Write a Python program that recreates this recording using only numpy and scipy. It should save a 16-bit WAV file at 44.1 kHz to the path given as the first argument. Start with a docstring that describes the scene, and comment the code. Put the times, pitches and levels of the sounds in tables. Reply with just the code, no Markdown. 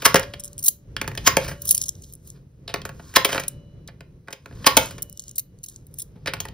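"""In a quiet room, small coins are picked from a palm and pushed through the slot of a plastic-lidded jar.
Contacts are bursts of micro-clicks that excite resonant modes of coin, lid and jar; rubbing is grainy noise.
The sprung gate pings and knocks, coins land and rattle on the heap, and thin sines ring after each drop.
Coloured noise rumbles below; two spaced microphone ports close by overload on the loudest blows."""
import sys
import numpy as np
from scipy import signal
from scipy.fft import rfft, irfft, next_fast_len
from scipy.io import wavfile
from scipy.ndimage import uniform_filter1d

SR = 44100
rng = np.random.default_rng(int(sys.argv[2]) if len(sys.argv) > 2 else 0)


def dump(signal):
    """Clip the signal to [-1, 1] and save it as 16-bit WAV at the path in sys.argv[1]."""
    limited = np.clip(np.atleast_2d(signal).T, -1, 1)
    pcm = np.round(limited * 32767).astype(np.int16)
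    wavfile.write(sys.argv[1], SR, pcm)


N = 287973   # samples

# Low background of the room. Each row: frequency in Hz, relative spectral level in dB per Hz.
RUMBLE_SPECTRUM = [(15, -39.5), (25, -1), (64, -0.5), (143, 2), (221, -11), (504, -18), (745, -33.5),
                   (3230, -46), (5110, -51.5), (6000, -47), (7800, -70), (13200, -120)]
# The hand leaning on the jar stirs the table. Each row: start in s, end in s, rise of the rumble in dB.
LEANS = [(-.2, 0.02, 8.5), (0.8, 1.336, 15), (2.604, 2.84, 9), (3.153, 3.395, 5), (4.351, 4.795, 12.5),
         (6.1, 6.53, 13.5)]
RUMBLE_DB, RUMBLE_END_DB = -45.5, -49   # before stirring and wavering
LET_GO_S = 0.49   # the rise falls back over this time
RUMBLE_APART_HZ, BASS_APART = 500, 0.043   # above it the ports hear unrelated rumble; share that differs below

# Fingers and coins rubbing. Each row: time of the height in s, swell in s, fade in s,
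# bright rustle in dB, its favoured frequency in Hz, dull scrape on the lid in dB.
RUBS = [(0.07, 0.17, .25, -41, 6100, -40.5), (0.47, 0.12, .15, -55.5, 9000, -69.5),
        (0.62, .05, .1, -59.5, 11000, -72.5), (1.26, 0.23, .08, -47.5, 5460, -57),
        (1.43, 0.12, .1, -37.5, 4930, -38.5), (1.66, 0.05, .15, -40.5, 10500, -55),
        (1.82, 0.21, .08, -38.5, 6600, -67.5), (2.1, 0.36, .1, -52.5, 7030, -87),
        (2.28, .05, .08, -46.5, 9000, -73.5), (2.36, 0.023, 0.045, -89, 5000, -60),
        (3.1, 0.26, .15, -50.5, 6330, -55.5), (3.33, .1, .12, -30.5, 5030, -36),
        (4.64, 0.22, .1, -63, 5200, -57.5), (4.83, 0.18, .12, -32.5, 6500, -39),
        (5.29, 0.26, .07, -50.5, 6100, -78), (5.72, 0.1, .1, -50, 6970, -74),
        (6.0, .08, .08, -48, 10010, -85), (6.43, 0.19, .15, -66, 8000, -53)]
RUB_RANGE_DB = 20.5   # change over one swell or fade
STILL_DB = -81.5   # floor of the rustle in each mode between rubs
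TICKS_PER_S, TICK_DRIVE_DB = 25, 8   # grit that catches; the drive is halved where it is used

# Modes of the lid, of the coins and of the jar. Each row: frequency in Hz, width in Hz, relative level in dB.
LID = [(1053, 150, 6), (1481, 230, 4), (1451.6, 270, 3), (1715, 350, 0), (2110, 250, -5.5),
       (2410, 270, -3.5), (3130, 310, -1.5), (3830, 800, -2.5), (4990, 550, -0.5)]
COIN = [(5560, 750, 2), (6870, 860, 4.5), (8430, 2400, 3.5), (9520, 2500, 4), (10160, 780, 3),
        (13540, 2400, 2.5), (14060, 1100, 0.5), (14800, 610, -6), (15550, 360, -2.5)]
JAR = [(83.6, 41, -14.5), (146, 52, -6.5), (295, 80, -5), (408.4, 36, -1.5), (533.8, 29, 2), (688, 67, -5),
       (900, 58, -5.5)]

# Blows on lid and heap. Each row: start in s, drive of the lid in dB, drive of the coin in dB,
# time scale of the contact in ms, favoured lid tone in Hz.
BLOWS = [(0.02, -23, -28.5, 7.4, 2240), (0.1434, -2, -2, 3.5, 1790), (0.1559, -4, -10, 7.8, 2270),
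         (0.195, -17, -14, 1.8, 2494), (0.2291, -26.5, -35.5, 7.8, 2870), (0.3361, -24, -36, 4.2, 2630),
         (0.9656, -11.5, -38.5, 2.44, 3300), (1.0137, -14.5, -20, 3.8, 2158), (1.0433, -27, -54, 3, 1720),
         (1.0766, -18.5, -21.5, 4.3, 1870), (1.115, -28.5, -39, 2.8, 1873), (1.1502, -29, -28, 3.2, 2090),
         (1.1751, -16, -24, 3.5, 2596), (1.3678, -5, -7, 4.1, 2280), (1.4419, -30, -32, 17, 2317),
         (1.479, -27, -26.5, 13.6, 2012), (1.5105, -31, -37, 17, 1860), (2.6776, -21.5, -46.5, 4.5, 3324),
         (2.69, -30.5, -54.5, 16.3, 2685), (2.7397, -9.5, -18, 3.46, 1980), (2.7607, -21, -41, 1.4, 1805),
         (2.8162, -28, -41, 2.3, 3550), (2.852, -22, -25.5, 5.2, 1850), (2.8909, -28.5, -37, 4, 1860),
         (2.995, -33.5, -61, 4.3, 1550), (3.1392, -30.5, -31, 3.2, 1846), (3.2467, -6.5, -10, 6.4, 2546),
         (3.2884, -22.5, -29.5, 16, 1900), (3.321, -22.5, -25, 5, 2300), (3.3284, -13.5, -23.5, 4.6, 2015),
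         (3.3457, -16, -26, 4.1, 1805), (3.3554, -20.5, -30, 10.1, 1580), (3.3786, -9, -29, 2.4, 2010),
         (3.396, -23, -24.5, 7.6, 2035), (3.4346, -30, -31.5, 5.6, 2670), (3.8833, -35, -61, 7.4, 2220),
         (4.0066, -32.5, -43, 3.6, 1978), (4.2745, -39.5, -60, 2.4, 1740),
         (4.283, -24.5, -58.5, 2.26, 1800), (4.3052, -41, -41, 7.5, 1860), (4.3268, -24.5, -27, 4.5, 2684),
         (4.4581, -30.5, -41, 3.3, 1667), (4.5103, -41.5, -64.5, 3.8, 1590),
         (4.5248, -40.5, -70.5, 3.1, 1692), (4.6426, -24, -55, 7.7, 2237), (4.7678, 3.5, 4, 5.2, 2352),
         (4.8564, -35, -25.5, 4.2, 1910), (4.908, -31, -30, 5.6, 2600), (4.9812, -32.5, -37, 5.5, 2194),
         (6.2591, -21, -31, 5.1, 2210), (6.2717, -14.5, -31, 9.3, 2430), (6.3353, -15, -24, 3.24, 2194),
         (6.3677, -28.5, -54, 1.4, 1810), (6.402, -21.5, -18.5, 4.9, 2930), (6.4523, -26, -33, 3.9, 1856),
         (6.4849, -28, -33, 1.9, 2740)]
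# The hand bumps the jar softly. Each row: start in s, boom in dB, time scale of the contact in ms.
BUMPS = [(2.8152, -24, 3.4), (3.1932, -22.5, 6), (3.63, -50, 8.4), (4.51, -26, 3.4), (4.524, -30.5, 5.5),
         (4.595, -34.5, 4.3), (6.155, -23, 18)]
# Coins landing inside. Each row: start in s, extra boom of the jar in dB, starting level of each lasting tone in dB.
DROPS = [(.146, 14.6, -37, -67, -60, -72), (1.37, 14, -38.5, -58, -51.5, -69),
         (3.25, 4.4, -40.5, -43, -49, -65.5), (4.77, 12.8, -45.5, -49, -48, -71)]
# The jar booms with the lid's level (dB per dB); duller blows boom more.
BOOM_DB, BOOM_FOLLOWS, BOOM_DB_PER_OCTAVE = -10, 0.8, -7.5

ROOM_DB, PALM_ROOM_DB = -12, -7.5   # all reverberation; the palm's sound sent into it
ROOM_T60_S, TREBLE_T60_S, TREBLE_HZ = 0.24, 0.18, 4300   # decay below and above the dividing frequency

# The coin forces the sprung gate. Each row: release in s, drive of the lid in dB, drive of the coin in dB,
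# jar boom in dB, time constant of the swell in ms, chatter before release in ms.
SNAPS = [(0.0595, -7.5, -9, -19.5, 2.5, 7.3), (1.274, -6, -7, -18, 6.55, 1.3),
         (3.1650, -6, -8, -18, 3.2, 5.1), (4.6708, -6.5, -9.5, -16, 2.5, 6.0)]
# Release, then the gate hits home. Each: frequency in Hz, width in Hz, relative level in dB.
GATE_PING, GATE_KNOCK = (5000, 89, -11.5), (1090, 50, -9)
KNOCK_LAG_MS, CHATTER_AFTER_MS = 3.3, 3.4

# Thin lasting tones of the jar. Each row: frequency in Hz, time to fall by 60 dB in s.
LONG_RING = [(576, 1.2), (2089, .4), (2950, 1.35), (4032, 2.6)]

# Coins touching in the palm. Each row: start in s, level in dB, time scale of the contact in ms,
# favoured frequency in Hz.
PALM = [(0.3953, -25, 5.4, 8900), (0.436, -22.5, 2, 9150), (0.4444, -19.5, 1.5, 8740),
        (0.452, -29, 7.5, 9160), (0.478, -29, 2, 7240), (0.53, -31.5, 1.4, 6840), (0.5797, -20, 1.35, 7900),
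        (0.5858, -25.5, 9.6, 9700), (0.625, -21.5, 4.1, 12100), (0.6379, -12.5, 8, 12700),
        (0.6584, -10.5, 12, 13400), (0.6814, 4.5, 3.33, 14700), (1.6183, -20, 3, 13800),
        (1.652, -20, 4.8, 13300), (1.6698, -18, 38, 9500), (1.6903, -5, 2, 10200),
        (1.7081, 5.5, 3.35, 12100), (1.716, -23, 3.4, 10500), (1.7454, -8, 6, 10700),
        (1.7684, -21, 4, 11300), (1.778, -6.5, 1.6, 8800), (1.8143, -8, 1.5, 7700), (1.823, -19, 3, 9600),
        (1.835, -17, 3.2, 7260), (1.8556, -25.5, 7, 9100), (1.8826, -17.5, 2.5, 8160),
        (1.8899, -7.5, 1.46, 6900), (1.9525, -36.5, 1.6, 5170), (2.019, -36.5, 3.9, 9300),
        (2.034, -37, 7.4, 6530), (2.1252, -28, 0.64, 10940), (2.1349, -27.5, 2.2, 9870),
        (2.1522, -32.5, 1.6, 11100), (2.2732, -31.5, 1.8, 12300), (2.3014, -24, 0.94, 7200),
        (3.4803, -10.5, 2.86, 10900), (3.8752, -29.5, 2.1, 5267), (5.021, -13, 1.7, 12040),
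        (5.0268, -16.5, 2, 13200), (5.0962, -28, 1.6, 10100), (5.1267, -27.5, 1.1, 9820),
        (5.173, -28, 1.8, 6170), (5.195, -14.5, 0.62, 6020), (5.201, -26, 1.2, 6920),
        (5.219, -35, 3.3, 7900), (5.238, -32, 0.95, 7700), (5.28, -26, 1.8, 6150), (5.292, -27, 1.46, 6800),
        (5.311, -29, 1.9, 9100), (5.355, -29.5, 9.4, 8700), (5.3802, -10.5, 5.5, 13050),
        (5.394, -14.5, 2.8, 11530), (5.587, -46.5, 1.8, 7890), (5.6311, -31.5, 4.8, 10200),
        (5.6372, -23.5, 4.3, 9500), (5.6603, -30.5, 3.5, 9900), (5.6834, -27, 3.3, 8300),
        (5.696, -33, 2.7, 8660), (5.7602, -27.5, 1.7, 6660), (5.8677, -36, 1.65, 11500),
        (5.94, -31.5, 2.5, 10600), (5.9845, -23, 8.4, 11600), (5.995, -22.5, 6.7, 8600),
        (6.0183, -20, 3.4, 11500)]

# Phase between the ports. Each row: frequency in Hz, lead of the left in radians.
PORT_PHASE = [(0, 0), (800, -.25), (1050, -.8), (1250, .1), (2000, .1), (2700, 1), (4300, .6), (5000, .4),
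              (7000, 3.1), (8300, 4), (9600, 5.8), (11500, 7.2), (13000, 9), (16000, 12.2), (22050, 18)]
# Level between the ports. Each row: frequency in Hz, left minus right in dB.
PORT_BALANCE = [(60, -.1), (250, .1), (600, 2), (1300, -2.5), (2800, -1.7), (5600, .8), (11000, 0)]
CUTOFF_HZ = 16250   # from here up the treble is 65 dB down


def from_db(db):
    """Decibel law: amplitude ratio of a level."""
    return 10 ** (np.asarray(db) / 20)


def rms_one(x):
    """Normalisation to unit effective value."""
    return x / np.sqrt(np.mean(x ** 2) + 1e-20)


def level_with(x, model):
    """Energy matching: x scaled to the energy of model."""
    return x * np.linalg.norm(model) / np.linalg.norm(x)


def resonance(x, hz, width_hz):
    """Damped oscillator: a two-pole peak with gain near 1 on top."""
    radius = np.exp(-np.pi * width_hz / SR)
    loss = 1 - radius * radius
    poles = [1, -2 * radius * np.cos(2 * np.pi * hz / SR), radius * radius]
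    return signal.lfilter([loss / 2, 0, -loss / 2], poles, x + 1e-18)


def body(x, modes, strengths_db=0):
    """Modal superposition: parallel modes of alternating sign; at strength 0 white noise keeps its level."""
    gains = from_db(np.array(modes)[:, 2:] + strengths_db)
    click = signal.unit_impulse(2048)
    ringing, response = 0, 0
    for k, (hz, width, db) in enumerate(modes):
        sign = (-1) ** k
        ringing = ringing + sign * resonance(gains[k] * x, hz, width)
        response = response + sign * from_db(db) * resonance(click, hz, width)
    return ringing / np.linalg.norm(response)


def near(modes, hz, db_per_octave):
    """Selective excitation: modes close to a tone are favoured."""
    return -db_per_octave * np.abs(np.log2(np.array(modes)[:, :1] / hz))


def micro_clicks(size, lumpy_db):
    """Irregular contact between rough surfaces: noise in uneven lumps."""
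    noise, lumps = rng.standard_normal((2, size))
    return noise * from_db(lumpy_db * rms_one(uniform_filter1d(lumps, size=40)))


def rattle(length_ms, rise, fall, edge, lumpy_db):
    """Brief repeated impact: micro-clicks swell and die away; the time scale sets their energy."""
    t = np.arange(SR // 8) / SR / (length_ms / 1000)   # in units of the time scale
    shape = (1 - np.exp(-t / rise)) * np.exp(-fall * t ** edge)
    return level_with(shape * micro_clicks(len(t), lumpy_db), shape)


def add(out, s, x):
    """Linear superposition of an event starting at s seconds."""
    i = round(s * SR)
    out[..., i:i + x.shape[-1]] += x[..., :N - i]


def rumble():
    """Partial coherence: stirred low noise, alike at both ports only in the bass; also a faint hiss."""
    hz = np.maximum(np.fft.rfftfreq(N, 1 / SR), 1)
    table = np.array(RUMBLE_SPECTRUM)
    colour = from_db(np.interp(np.log(hz), np.log(table[:, 0]), table[:, 1]))
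    apart = BASS_APART + (1 - BASS_APART) / (1 + (RUMBLE_APART_HZ / hz) ** 2)
    spectra = rfft(rng.standard_normal((2, N))) * colour
    mid, side = irfft(spectra * [np.ones_like(hz), apart], N)
    t = np.arange(N) / SR
    slow = uniform_filter1d(uniform_filter1d(rng.standard_normal(N), size=3000), size=3000)
    wavers_db = 2.5 * rms_one(slow)
    stirred_db = sum(np.interp(t, [start, end, end + LET_GO_S], [0, db, 0]) for start, end, db in LEANS)
    level = from_db(np.linspace(RUMBLE_DB, RUMBLE_END_DB, N) + stirred_db + wavers_db)
    hiss = from_db(-78.5) * rng.standard_normal(N)
    return level * rms_one(np.array([mid + side, mid - side])), hiss


def slide():
    """Friction: dense uneven grains and scattered ticks excite coin and lid; each rub swells and fades."""
    s, swell, fade, bright_db, hz, dull_db = np.transpose(RUBS)[:, :, None]
    late = np.arange(N) / SR - s
    shape = from_db(RUB_RANGE_DB * np.minimum(late / swell, -late / fade))
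    lumps = rms_one(uniform_filter1d(rng.standard_normal((2, N)), size=300))
    grains = rng.standard_normal((2, N)) * from_db(1.2 * lumps)
    catches = 1. * (rng.random((2, N)) < TICKS_PER_S / SR)
    ticks = 20 * uniform_filter1d(catches, size=40)   # height one half over 40 samples
    grains = grains * (1 + from_db(TICK_DRIVE_DB) * ticks)
    bright_modes = LID[-2:] + COIN
    # one strength for each mode at each sample
    strengths = from_db(bright_db.T + near(bright_modes, hz.T, 6.0)) @ shape + from_db(STILL_DB)
    rustle = body(grains[0], bright_modes, 20 * np.log10(strengths))
    dull = from_db(dull_db.T)[0] @ shape + from_db(STILL_DB - 5.5)
    return rustle + dull * body(grains[1], JAR[-2:] + LID)


def shake(drive, lid_db, coin_db, boom_db, tone_hz, tilt_db):
    """Shared excitation: one rattle shakes lid and coin unevenly; its hardest click thumps the jar."""
    lid_chance, coin_chance, jar_chance = [rng.normal(0, 1.5, (len(modes), 1)) for modes in (LID, COIN, JAR)]
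    hardest = signal.unit_impulse(len(drive), np.argmax(np.abs(drive)))
    thump = hardest * np.linalg.norm(drive) + .5 * drive
    ringing = level_with(body(drive, LID, lid_chance + near(LID, tone_hz, tilt_db)), drive)
    # many small damped modes blur into one broad clack
    scattered = np.abs(drive) * rng.choice([-1, 1], len(drive))
    clack = body(scattered, [(tone_hz, 0.59 * tone_hz, 0)])
    lid = from_db(lid_db) * (0.85 * ringing + 0.53 * clack)
    coin = from_db(coin_db) * body(drive, COIN, coin_chance)
    return lid + coin + from_db(boom_db) * body(thump, JAR, jar_chance)


def blows():
    """Impact excitation: taps on the slot, landings, bounces and soft bumps set the modes ringing."""
    out = np.zeros(N)
    for s, lid_db, coin_db, length_ms, tone_hz in BLOWS:
        landing_db = sum(db for at, db, *_ in DROPS if abs(at - s) < .008)
        octaves = np.log2(tone_hz / 2000)
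        boom_db = BOOM_DB + BOOM_FOLLOWS * lid_db + BOOM_DB_PER_OCTAVE * octaves + landing_db
        contact = rattle(length_ms, rise=0.13, fall=1.365, edge=0.84, lumpy_db=3.0)
        add(out, s, shake(contact, lid_db, coin_db, boom_db, tone_hz, tilt_db=12.5))
    for s, boom_db, length_ms in BUMPS:
        soft = rattle(length_ms, rise=0.28, fall=1.4, edge=0.9, lumpy_db=1.0)
        add(out, s, from_db(boom_db) * body(soft, JAR, near(JAR, 150, 14.0)))
    return out


def room(x):
    """Reverberation: table and walls answer densely, treble dying first, unlike at the ports above the bass."""
    t = np.arange(SR // 2) / SR
    shared, *own = rng.standard_normal((3, len(t))) * (1 - np.exp(-t / 0.0013))
    noise = shared + 0.86 * signal.lfilter(*signal.butter(2, 350, "high", fs=SR), own)
    low = signal.lfilter(*signal.butter(2, TREBLE_HZ, fs=SR), noise)
    treble = 0.53 * (noise - low)
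    tail = low * from_db(-60 * t / ROOM_T60_S) + treble * from_db(-60 * t / TREBLE_T60_S)
    tail = tail / np.linalg.norm(tail[0])
    return from_db(ROOM_DB) * signal.fftconvolve(x[None], tail, axes=1)[:, :N]


def gate():
    """Release of a loaded spring: scraping swells into chatter; the gate lets go with a ping and knocks home."""
    out = np.zeros(N)
    ms = np.arange(SR // 5) / SR * 1000 - 40   # zero at the release
    for s, lid_db, coin_db, boom_db, swell_ms, chatter_ms in SNAPS:
        swell = np.exp(np.minimum(ms + chatter_ms, 0) / swell_ms)
        swell = swell * np.where(ms < -chatter_ms, .4, 1)   # chatter sets in with a step
        fade = np.exp(-np.maximum(ms - CHATTER_AFTER_MS, 0) / 2.5)
        drive = swell * fade * micro_clicks(len(ms), lumpy_db=2.0)
        snap = shake(drive, lid_db, coin_db, boom_db, tone_hz=2200, tilt_db=4.0)
        for (hz, width, db), lag_ms in ((GATE_PING, 0), (GATE_KNOCK, KNOCK_LAG_MS)):
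            push = np.exp(-((ms - lag_ms) / 1.5) ** 2) * np.sin(2 * np.pi * hz * ms / 1000)
            snap += from_db(db) * resonance(push, hz, width) * 2.3
        add(out, s - .04, snap)
    return out


def long_ring():
    """Free decay of lightly damped modes: sines that die away after each drop."""
    out, t = np.zeros(N), np.arange(SR * 2) / SR
    for s, _, *levels_db in DROPS:
        for level_db, (hz, t60) in zip(levels_db, LONG_RING):
            add(out, s, from_db(level_db - 60 * t / t60) * np.sin(2 * np.pi * hz * t))
    return out


def palm():
    """Damping by skin: each touch is a bright tick that favours the modes near its own frequency."""
    out, modes = np.zeros(N), LID[-3:] + COIN
    for s, level_db, length_ms, hz in PALM:
        touch = rattle(length_ms, rise=0.36, fall=0.85, edge=1.12, lumpy_db=4.0)[:SR // 16]
        chance_db = rng.normal(0, 2.0, (len(modes), 1))
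        tick = body(touch, modes, near(modes, hz, 12.0) + chance_db)
        add(out, s, from_db(level_db) * level_with(tick, touch))
    return signal.sosfilt(signal.butter(2, 1800, "high", fs=SR, output="sos"), out)


def ports(x):
    """Diffraction: the body around the two ports gives each its own delay and shading by frequency."""
    size = next_fast_len(N + 4096)
    hz = np.fft.rfftfreq(size, 1 / SR)
    lead = np.interp(hz, *np.transpose(PORT_PHASE))
    at, db = np.transpose(PORT_BALANCE)
    tilt = np.interp(np.log(hz + 1), np.log(at + 1), db)
    half = from_db(tilt / 2) * np.exp(.5j * lead)   # half the difference goes to each port
    return irfft(rfft(x, size) * [half, 1 / half], size)[:, :N]


def scene():
    """Superposition of direct sound, reverberation and background at the two ports."""
    hand, jar = palm(), blows() + gate()
    low, hiss = rumble()
    reverberation = room(jar + from_db(PALM_ROOM_DB) * hand)
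    return ports(hand + jar + long_ring() + reverberation + slide() + hiss) + low


def record(dry, hardness=2.6):
    """Saturation: the deepest bass is lost, the loudest peaks are flattened, then the top is cut."""
    dry = signal.sosfilt(signal.butter(2, 34, "high", fs=SR, output="sos"), dry)
    flat = 0.97 * dry / (1 + np.abs(dry) ** hardness) ** (1 / hardness)
    top_cut = signal.cheby2(18, 65, CUTOFF_HZ, fs=SR, output="sos")
    return np.clip(signal.sosfilt(top_cut, flat), -1, 1)


dry = scene()
out = record(dry)
dump(out)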